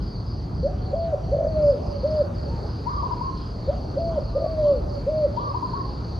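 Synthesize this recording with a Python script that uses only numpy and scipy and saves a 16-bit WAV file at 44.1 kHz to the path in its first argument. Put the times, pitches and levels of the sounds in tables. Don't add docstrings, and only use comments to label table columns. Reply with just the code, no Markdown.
import sys
import numpy as np
from scipy import signal
from scipy.fft import rfft, irfft, next_fast_len
from scipy.io import wavfile
from scipy.ndimage import uniform_filter1d, map_coordinates

SR = 44100
rng = np.random.default_rng(int(sys.argv[2]) if len(sys.argv) > 2 else 0)


def bounce(signal):
    frames = np.transpose(np.atleast_2d(signal))
    limited = np.clip(frames, -1, 1)
    pcm = np.round(limited * 32767).astype(np.int16)
    wavfile.write(sys.argv[1], SR, pcm)


N = 272979

# time in seconds, level in dB.
TRAFFIC = [(0.0, -23), (0.14, -31), (0.58, -25.5), (1.21, -31), (1.26, -27), (2.481, -28.5), (2.53, -24.5),
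           (2.57, -29.5), (4.57, -28), (5.57, -30.5), (5.77, -29), (6.19, -29)]
# frequency in Hz, relative density in dB per Hz.
RUMBLE = [(12, -39), (20, -26), (43, 3.5), (65, 2), (112, -3.5), (160, -5.5), (219, -12), (420, -20),
          (550, -49), (920, -120)]
# frequency in Hz, relative density in dB per Hz.
AIR = [(150, -19), (300, -1), (450, -2.5), (700, -5.5), (1000, -9), (1300, -12.5), (1700, -22.5),
       (2400, -28.5), (3300, -34.5), (5400, -38), (5850, -31), (6350, -35), (6600, -38.5), (8300, -47.5),
       (12000, -47)]
# frequency in Hz, correlation 0-1.
LEFT_RIGHT_LIKENESS = [(50, 1), (120, 0.98), (250, 0.91), (500, 0.8), (800, 0.15), (1300, 0), (2200, 0.086),
                       (3000, 1), (3800, 0.99), (6300, 1), (8000, 0.1)]

# time in seconds, level in dB.
CHORUS = [(0, -55), (.45, -58), (.8, -58.5), (1.151, -62.5), (1.45, -61.5), (1.802, -56.5), (2.2, -52),
          (2.3, -67), (2.33, -65), (2.38, -56), (2.9, -53), (3.7, -56), (4.12, -56.5), (4.4, -53.5),
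          (4.82, -57), (5.25, -56.5), (5.45, -52), (6.19, -54.5)]
# frequency in Hz, gain in dB.
RASP = [(2180, -44.5), (3700, -13), (3970, -9), (4310, 0), (4530, 4), (5000, -4.5), (5210, -21.5),
        (5320, -18), (5600, -21), (7280, -48.5), (12300, -120)]
# first stroke in seconds,
# last stroke in seconds, level in dB before colour, echoes and trim, middle pitch in Hz.
CHIRPS = [(.032, .199, -46, 4686), (0.272, .431, -47, 4730), (0.555, 0.67, -48.5, 4630),
          (0.821, 0.905, -48.5, 4500), (0.964, 1.043, -50, 4540), (1.238, 1.354, -52.5, 4515),
          (1.484, 1.598, -51, 4515), (1.63, 1.754, -47, 4795), (1.832, 1.913, -47, 4950),
          (1.926, 2.038, -49, 4570), (2.072, 2.246, -46, 4725), (2.356, 2.498, -47.5, 4660),
          (2.559, 2.706, -50.5, 4590), (2.662, 2.782, -49, 4940), (2.79, 2.871, -52.5, 4620),
          (2.9, 3.058, -47, 4750), (3.127, 3.264, -46.5, 4735), (3.316, 3.417, -50.5, 4410),
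          (3.378, 3.51, -47.5, 4890), (3.549, 3.663, -50, 4560), (3.736, 3.896, -51, 4580),
          (3.981, 4.09, -47, 4550), (4.214, 4.288, -48, 4540), (4.367, 4.522, -49.5, 4635),
          (4.64, 4.763, -49, 4610), (4.905, 4.991, -46.5, 4690), (5.103, 5.215, -49.5, 4630),
          (5.381, 5.492, -53.5, 4550), (5.5, 5.571, -48.5, 4905), (5.648, 5.747, -48.5, 4565),
          (5.808, 5.892, -47.5, 4580), (5.903, 5.983, -48, 4730), (6.043, 6.156, -48.5, 4570)]
# frequency in Hz, gain in dB.
STROKE_COLOUR = [(3900, -9.5), (4150, 0), (4300, 0.5), (4440, 3), (4580, 1), (4740, 0), (4840, -1),
                 (5030, 1.5), (5250, -11)]
STROKE_PERIOD_S, STROKE_S, STROKE_FALL_HZ_PER_S = .0393, .029, 34000
CHIRP_SWELL_DB, CHIRP_SAG_HZ = 1.5, 115

# start in seconds, rise in seconds, hold in seconds,
# fall in seconds, top pitch in Hz, pitch after the hold in Hz, last pitch in Hz, lateness of the sag
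# (an exponent), level in dB before the colour and the push.
LOW_COOS = [ (.629, .06, 0.014, 0.0037, 745, 739, 700, 0.82, -18),
            (.927, 0.027, 0.17, .027, 668.7, 627, 537, 5, -18),
            (1.316, .034, 0.35, 0.095, 664.7, 568.8, 349, 1.5, -16.5),
            (2.032, .039, .138, .02, 622, 585, 504, 4.2, -17),
            (3.674, 0.044, 0.021, .006, 725, 741, 700, 1, -17),
            (3.965, .027, .177, 0.024, 669.8, 620.6, 530, 4, -18.5),
            (4.349, .036, 0.33, .115, 661.5, 566.5, 353.4, 1.6, -17),
            (5.065, .038, 0.14, .026, 623, 587.7, 514, 3.8, -16.5)]
HIGH_COOS = [ (2.851, .052, .103, .018, 1188, 1124, 1010, 1.8, -22),
             (3.02, .035, 0.0033, .012, 1074, 1052, 963, 1.2, -22),
             (3.099, .034, .002, .008, 973, 978, 944, 1, -23),
             (3.204, .027, .045, .022, 1091, 1062, 982, 1.7, -23.5),
             (5.356, .05, 0.096, .021, 1184, 1122, 974, 2, -22.5),
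             (5.535, .034, 0.0025, 0.011, 1073, 1035, 957, 1, -22),
             (5.617, .032, .003, 0.011, 1060, 1042, 970, 1.2, -22.5),
             (5.727, .028, .05, 0.017, 1114, 1065, 1020, 2, -23)]
# pitch in Hz, gain in dB.
LOW_PATH = [(320, -19), (420, -21), (470, -13.5), (515, -8), (565, -1.1), (590, -2), (615, -7), (638, -18),
            (665, -9.5), (715, -22.5), (765, -23.5)]
HIGH_PATH = [(780, -19.5), (890, -14), (950, 1.5), (1020, -3.5), (1090, -10.5), (1190, -10)]
# pitch in Hz, gain in dB.
LOW_SPREAD = [(400, -22.5), (520, -9), (570, 1), (615, -3.5), (670, -8), (760, -12)]
HIGH_SPREAD = [(850, -20.5), (950, 1.5), (1080, -3), (1200, -8.5)]
LINGER = [(.37, 0.9803), (.63, 1.025)]
DROP_CURVE = 1.2
PUSH_DB, RELEASE_DB_PER_S = 2, 70
# first beat in seconds,
# length in seconds, level in dB, weak beat in seconds, change of the weak beat in dB.
ROLLS = [(1.349, 0.13, -18.5, 1.432, -2), (4.3833, .086, -19.5, 4.404, -6.5)]
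ROLL_PERIOD_S, ROLL_HZ = .0203, 595.5

# frequency in Hz, time to fall 60 dB in seconds.
GARDEN_DECAY = [(300, 0.95), (1000, 1), (5000, .25), (10000, 0.14)]
# delay in seconds, left gain in dB, right gain in dB.
LOW_ECHOES = [(.045, -18, -15.5), (.078, -30, -28)]
HIGH_ECHOES = [(.05, -28, -15), (.082, -27, -17.5), (.135, -30, -28)]
# frequency in Hz, gain in dB, phase lead in radians.
RIGHT_PATH = [(800, -10, 0.93), (986, -16.5, 2.2), (1018, -3, 3.9), (1083, 0.5, 1.76), (1190, 0.5, 3.03)]

# start in seconds, length in seconds, pitch in Hz, depth of the pitch arch 0-1,
# level in dB before the direct and scattered shares.
FAINT_TONES = [(0.799, 0.22, 756, 0.09, -42), (1.053, 0.19, 748, 0, -39), (1.257, 0.12, 747, 0.01, -39.5),
               (2.482, 0.12, 926, .1, -42.5), (4.32, .15, 1217, .07, -45.5),
               (4.443, .09, 1148, 0.05, -45.5), (4.64, 0.1, 1144, 0.2, -43), (5.85, 0.094, 830, 0, -44.5)]
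# middle in seconds, length in seconds, level in dB before the final trim.
TWITTER = [(1.07, 0.18, -60), (2.146, 0.072, -57.5), (3.116, .2, -59), (3.398, .22, -60.5),
           (3.736, .25, -59), (4.669, 0.26, -59), (5.394, .23, -59.5)]
# frequency in Hz, gain in dB.
TWITTER_BAND = [(2200, -22.5), (2800, -4.5), (3200, 2.5), (3600, -1.5), (4000, 0.5), (4600, -31.5)]
TWITTER_FLOOR_DB = -65
LOW_CUT_HZ, TOP_HZ = 45, 12400


def amp(db):
    return 10 ** (np.asarray(db) / 20)


def unit(x):
    return x / np.sqrt(np.mean(x ** 2) + 1e-20)


def along(points, hz):
    f, v = np.transpose(points)
    return np.interp(np.log(hz + 1), np.log(f + 1), v)


def wobble(rate):
    knots = rng.standard_normal(int(N * rate / SR) + 4)
    return map_coordinates(knots, [np.arange(N) * rate / SR])


def filtered(x, response):
    m = next_fast_len(N + SR // 2)
    return irfft(rfft(x, m) * response(np.fft.rfftfreq(m, 1 / SR)), m)[..., :N]


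def delayed(x, delay_s):
    return np.pad(x, (int(delay_s * SR), 0))[:N]


def add(track, s, sound):
    start = int(np.clip(round(s * SR), 0, N))
    track[start:start + len(sound)] += sound[:N - start]


def rush(spectrum, patchy_db):
    z = signal.stft(rng.standard_normal((2, N)), nperseg=512)[2]
    field = uniform_filter1d(rng.standard_normal(z.shape[1:]), size=8, axis=0)
    field = uniform_filter1d(field, size=18, axis=1)
    pair = signal.istft(z * amp(patchy_db * unit(field)), nperseg=512)[1][:, :N]

    def mid_side(hz):
        turn = np.arccos(np.clip(along(LEFT_RIGHT_LIKENESS, hz), -1, 1)) / 2
        return amp(along(spectrum, hz)) * [np.cos(turn), np.sin(turn)]

    mid, side = filtered(pair, mid_side)
    return unit(np.array([mid + side, mid - side]))


def background():
    level_db = np.interp(np.arange(N) / SR, *np.transpose(TRAFFIC))
    rumble = amp(level_db + 0.31 * wobble(10)) * rush(RUMBLE, patchy_db=0.5)
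    drone_hz = 113 * (1 + .015 * wobble(5))
    drone = amp(-37 + 2.9 * wobble(4.4)) * np.sin(2 * np.pi * np.cumsum(drone_hz) / SR)
    air = amp(-40.5 + 1.4 * wobble(0.52)) * rush(AIR, patchy_db=1.92)
    return rumble + drone + air


def stroke(hz, db):
    u = np.linspace(-.5, .5, int(STROKE_S * SR))
    sweep = hz - STROKE_FALL_HZ_PER_S * STROKE_S * u
    return np.sqrt(2) * amp(db) * np.cos(np.pi * u) * np.sin(2 * np.pi * np.cumsum(sweep) / SR)


def foliage(x, t60):
    t = np.arange(SR // 8) / SR
    leaves = rng.standard_normal(len(t)) * amp(-60 * t / t60)
    return unit(signal.fftconvolve(x, leaves)[:N]) * np.std(x)


def chorus(rate=25.5, hz=4740):
    track = np.zeros(N)
    strokes_so_far = np.cumsum(rate * (1 + .04 * wobble(5))) / SR
    for at in np.flatnonzero(np.diff(np.floor(strokes_so_far))):
        add(track, at / SR, stroke(hz, 0))
    blur = unit(filtered(rng.standard_normal(N), lambda f: amp(along(RASP, f))))
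    rasp = unit(unit(foliage(track, t60=.11)) + amp(3) * blur)
    level_db = np.interp(np.arange(N) / SR, *np.transpose(CHORUS))
    return amp(level_db + 1.04) * rasp


def insects():
    track = np.zeros(N)
    for first, last, db, hz in CHIRPS:
        times = np.linspace(first, last, round((last - first) / STROKE_PERIOD_S) + 1)
        for s, u in zip(times, np.linspace(-1, 1, len(times))):
            sharp, strong_db = rng.standard_normal(2) * [.011, 1.1]
            stroke_hz = hz * (1 + sharp) - CHIRP_SAG_HZ * u / 2
            stroke_db = db + strong_db - CHIRP_SWELL_DB * u ** 2
            add(track, s - STROKE_S / 2, stroke(stroke_hz, stroke_db))
    track = filtered(track, lambda f: amp(along(STROKE_COLOUR, f)))
    first_wall = amp(-5.0) * delayed(track, .021)
    second_wall = amp(-5.5) * delayed(track, .029)
    smear = amp(-.5) * foliage(track, t60=.085)
    return amp(-3.5) * (track + first_wall + second_wall + smear)


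def tone(hz, size, second_db):
    phase = 2 * np.pi * np.cumsum(hz) / SR
    return np.sqrt(2) * size * (np.sin(phase) + amp(second_db) * np.sin(2 * phase))


def coo(notes, colours, rest_hz, linger_hz, edge_s, waver, flutter_db):
    voices = np.zeros((len(colours), N))
    drift, flutter = 1 + waver * wobble(90), flutter_db * wobble(70)
    share, ratio = np.transpose(LINGER)
    for s, rise, hold, fall, top_hz, late_hz, last_hz, lateness, db in notes:
        t = np.arange(int((rise + hold + fall) * SR)) / SR
        at = int(s * SR) + np.arange(len(t))
        scoop = np.interp(t / rise, [0, *share, 1], [rest_hz, *(linger_hz * ratio), top_hz])
        sag = np.clip((t - rise) / hold, 0, 1) ** lateness
        drop = np.clip((t - rise - hold) / max(fall, 1 / SR), 0, 1)
        hz = scoop + (late_hz - top_hz) * sag + (last_hz - late_hz) * drop ** DROP_CURVE
        effort_db = db + PUSH_DB * sag - RELEASE_DB_PER_S * fall * drop + flutter[at]
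        edges = np.minimum(1, np.minimum(t, t[-1] - t) / edge_s)
        for voice, colour in zip(voices, colours):
            size = uniform_filter1d(amp(effort_db + along(colour, hz)), size=150) * edges
            add(voice, s, tone(hz * drift[at], size, second_db=-45.5))
    return voices


def roll(beat_s=0.01377, sweep=0.15, choke_db=-11, rebound_s=.0085, rebound_db=-9):
    beats, choke = np.zeros(N), np.zeros(N)
    u = np.linspace(-.5, .5, int(beat_s * SR))
    for first, length, db, falter_s, falter_db in ROLLS:
        for s in np.arange(first, first + length, ROLL_PERIOD_S):
            late_s, sharp, strong_db, slack_s = rng.standard_normal(4) * [.0007, .035, .8, .0007]
            falters = abs(s - falter_s) < ROLL_PERIOD_S / 2
            size = amp(db + strong_db + falter_db * falters) * np.hanning(len(u))
            gush = tone(ROLL_HZ * (1 + sharp + sweep * u), size, second_db=-43.5)
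            start = s + late_s - beat_s / 2
            add(beats, start, gush)
            add(beats, start + rebound_s + slack_s, amp(rebound_db) * gush)
        choke_s = length + ROLL_PERIOD_S / 2
        add(choke, first - ROLL_PERIOD_S / 2, signal.windows.tukey(int(choke_s * SR), .15))
    return beats, amp(choke_db * choke)


def placed(x, lead_ms):
    lag_s = np.array([[-.5], [.5]]) * lead_ms / 1000
    return filtered(x, lambda hz: np.exp(-2j * np.pi * hz * lag_s))


def echoes(x, walls):
    return sum(amp([[left], [right]]) * delayed(x, s) for s, left, right in walls)


def garden(x):
    hz, t, z = signal.stft(rng.standard_normal((2, SR)), SR, nperseg=256)
    decay = amp(-60 * t / along(GARDEN_DECAY, hz)[:, None])
    tail = signal.istft(z * decay, SR, nperseg=256)[1]
    wet = signal.fftconvolve(x[None], tail, axes=1)[:, :N]
    return unit(wet) * np.std(x)


def treeline(x, delay_s, depth_s):
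    count = int(depth_s * SR)
    leaves = rng.standard_normal((2, count)) * np.hanning(count)
    wet = signal.fftconvolve(delayed(x, delay_s)[None], leaves, axes=1)[:, :N]
    return unit(wet) * np.std(x)


def low_dove():
    voice, spread = coo(LOW_COOS, [LOW_PATH, LOW_SPREAD], rest_hz=480, linger_hz=565.0,
                        edge_s=0.0021, waver=0.0034, flutter_db=0.5)
    beats, choke = roll()
    direct = amp([[.15], [-.15]]) * placed(choke * voice + beats, lead_ms=0.046)
    scatter = amp(-17.0) * garden(spread + beats)
    trees = amp(-21.5) * treeline(spread, delay_s=0.19, depth_s=.14)
    return direct + echoes(spread, LOW_ECHOES) + scatter + trees


def faint_tones(waver=0.0056):
    voice = np.zeros(N)
    for s, length, hz, arch, db in FAINT_TONES:
        u = np.linspace(-1, 1, int(length * SR))
        pitch_hz = hz * (1 - arch * u ** 2 + waver * wobble(60)[:len(u)])
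        add(voice, s, tone(pitch_hz, amp(db) * np.sqrt(1 - u ** 2), second_db=-44.0))
    return amp(-3.0) * voice + amp(-8.5) * garden(voice)


def twitter():
    size = np.full(N, amp(TWITTER_FLOOR_DB))
    for s, length, db in TWITTER:
        add(size, s - length / 2, amp(db) * np.hanning(int(length * SR)))
    return amp(-5.0) * size * rush(TWITTER_BAND, patchy_db=3)


def high_dove():
    voice, spread = coo(HIGH_COOS, [HIGH_PATH, HIGH_SPREAD], rest_hz=774, linger_hz=968.3,
                        edge_s=0.0075, waver=0.0088, flutter_db=0.95)
    f, db, lead = np.transpose(RIGHT_PATH)
    right = filtered(voice, lambda hz: amp(np.interp(hz, f, db)) * np.exp(1j * np.interp(hz, f, lead)))
    scatter = amp(-13.5) * garden(spread)
    return np.array([voice, right]) + echoes(spread, HIGH_ECHOES) + scatter


def scene():
    return background() + chorus() + insects() + low_dove() + faint_tones() + twitter() + high_dove()


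def record(dry):
    return filtered(dry, lambda hz: (hz < TOP_HZ) * hz ** 4 / np.sqrt(hz ** 8 + LOW_CUT_HZ ** 8))


dry = scene()
out = record(dry)
bounce(out)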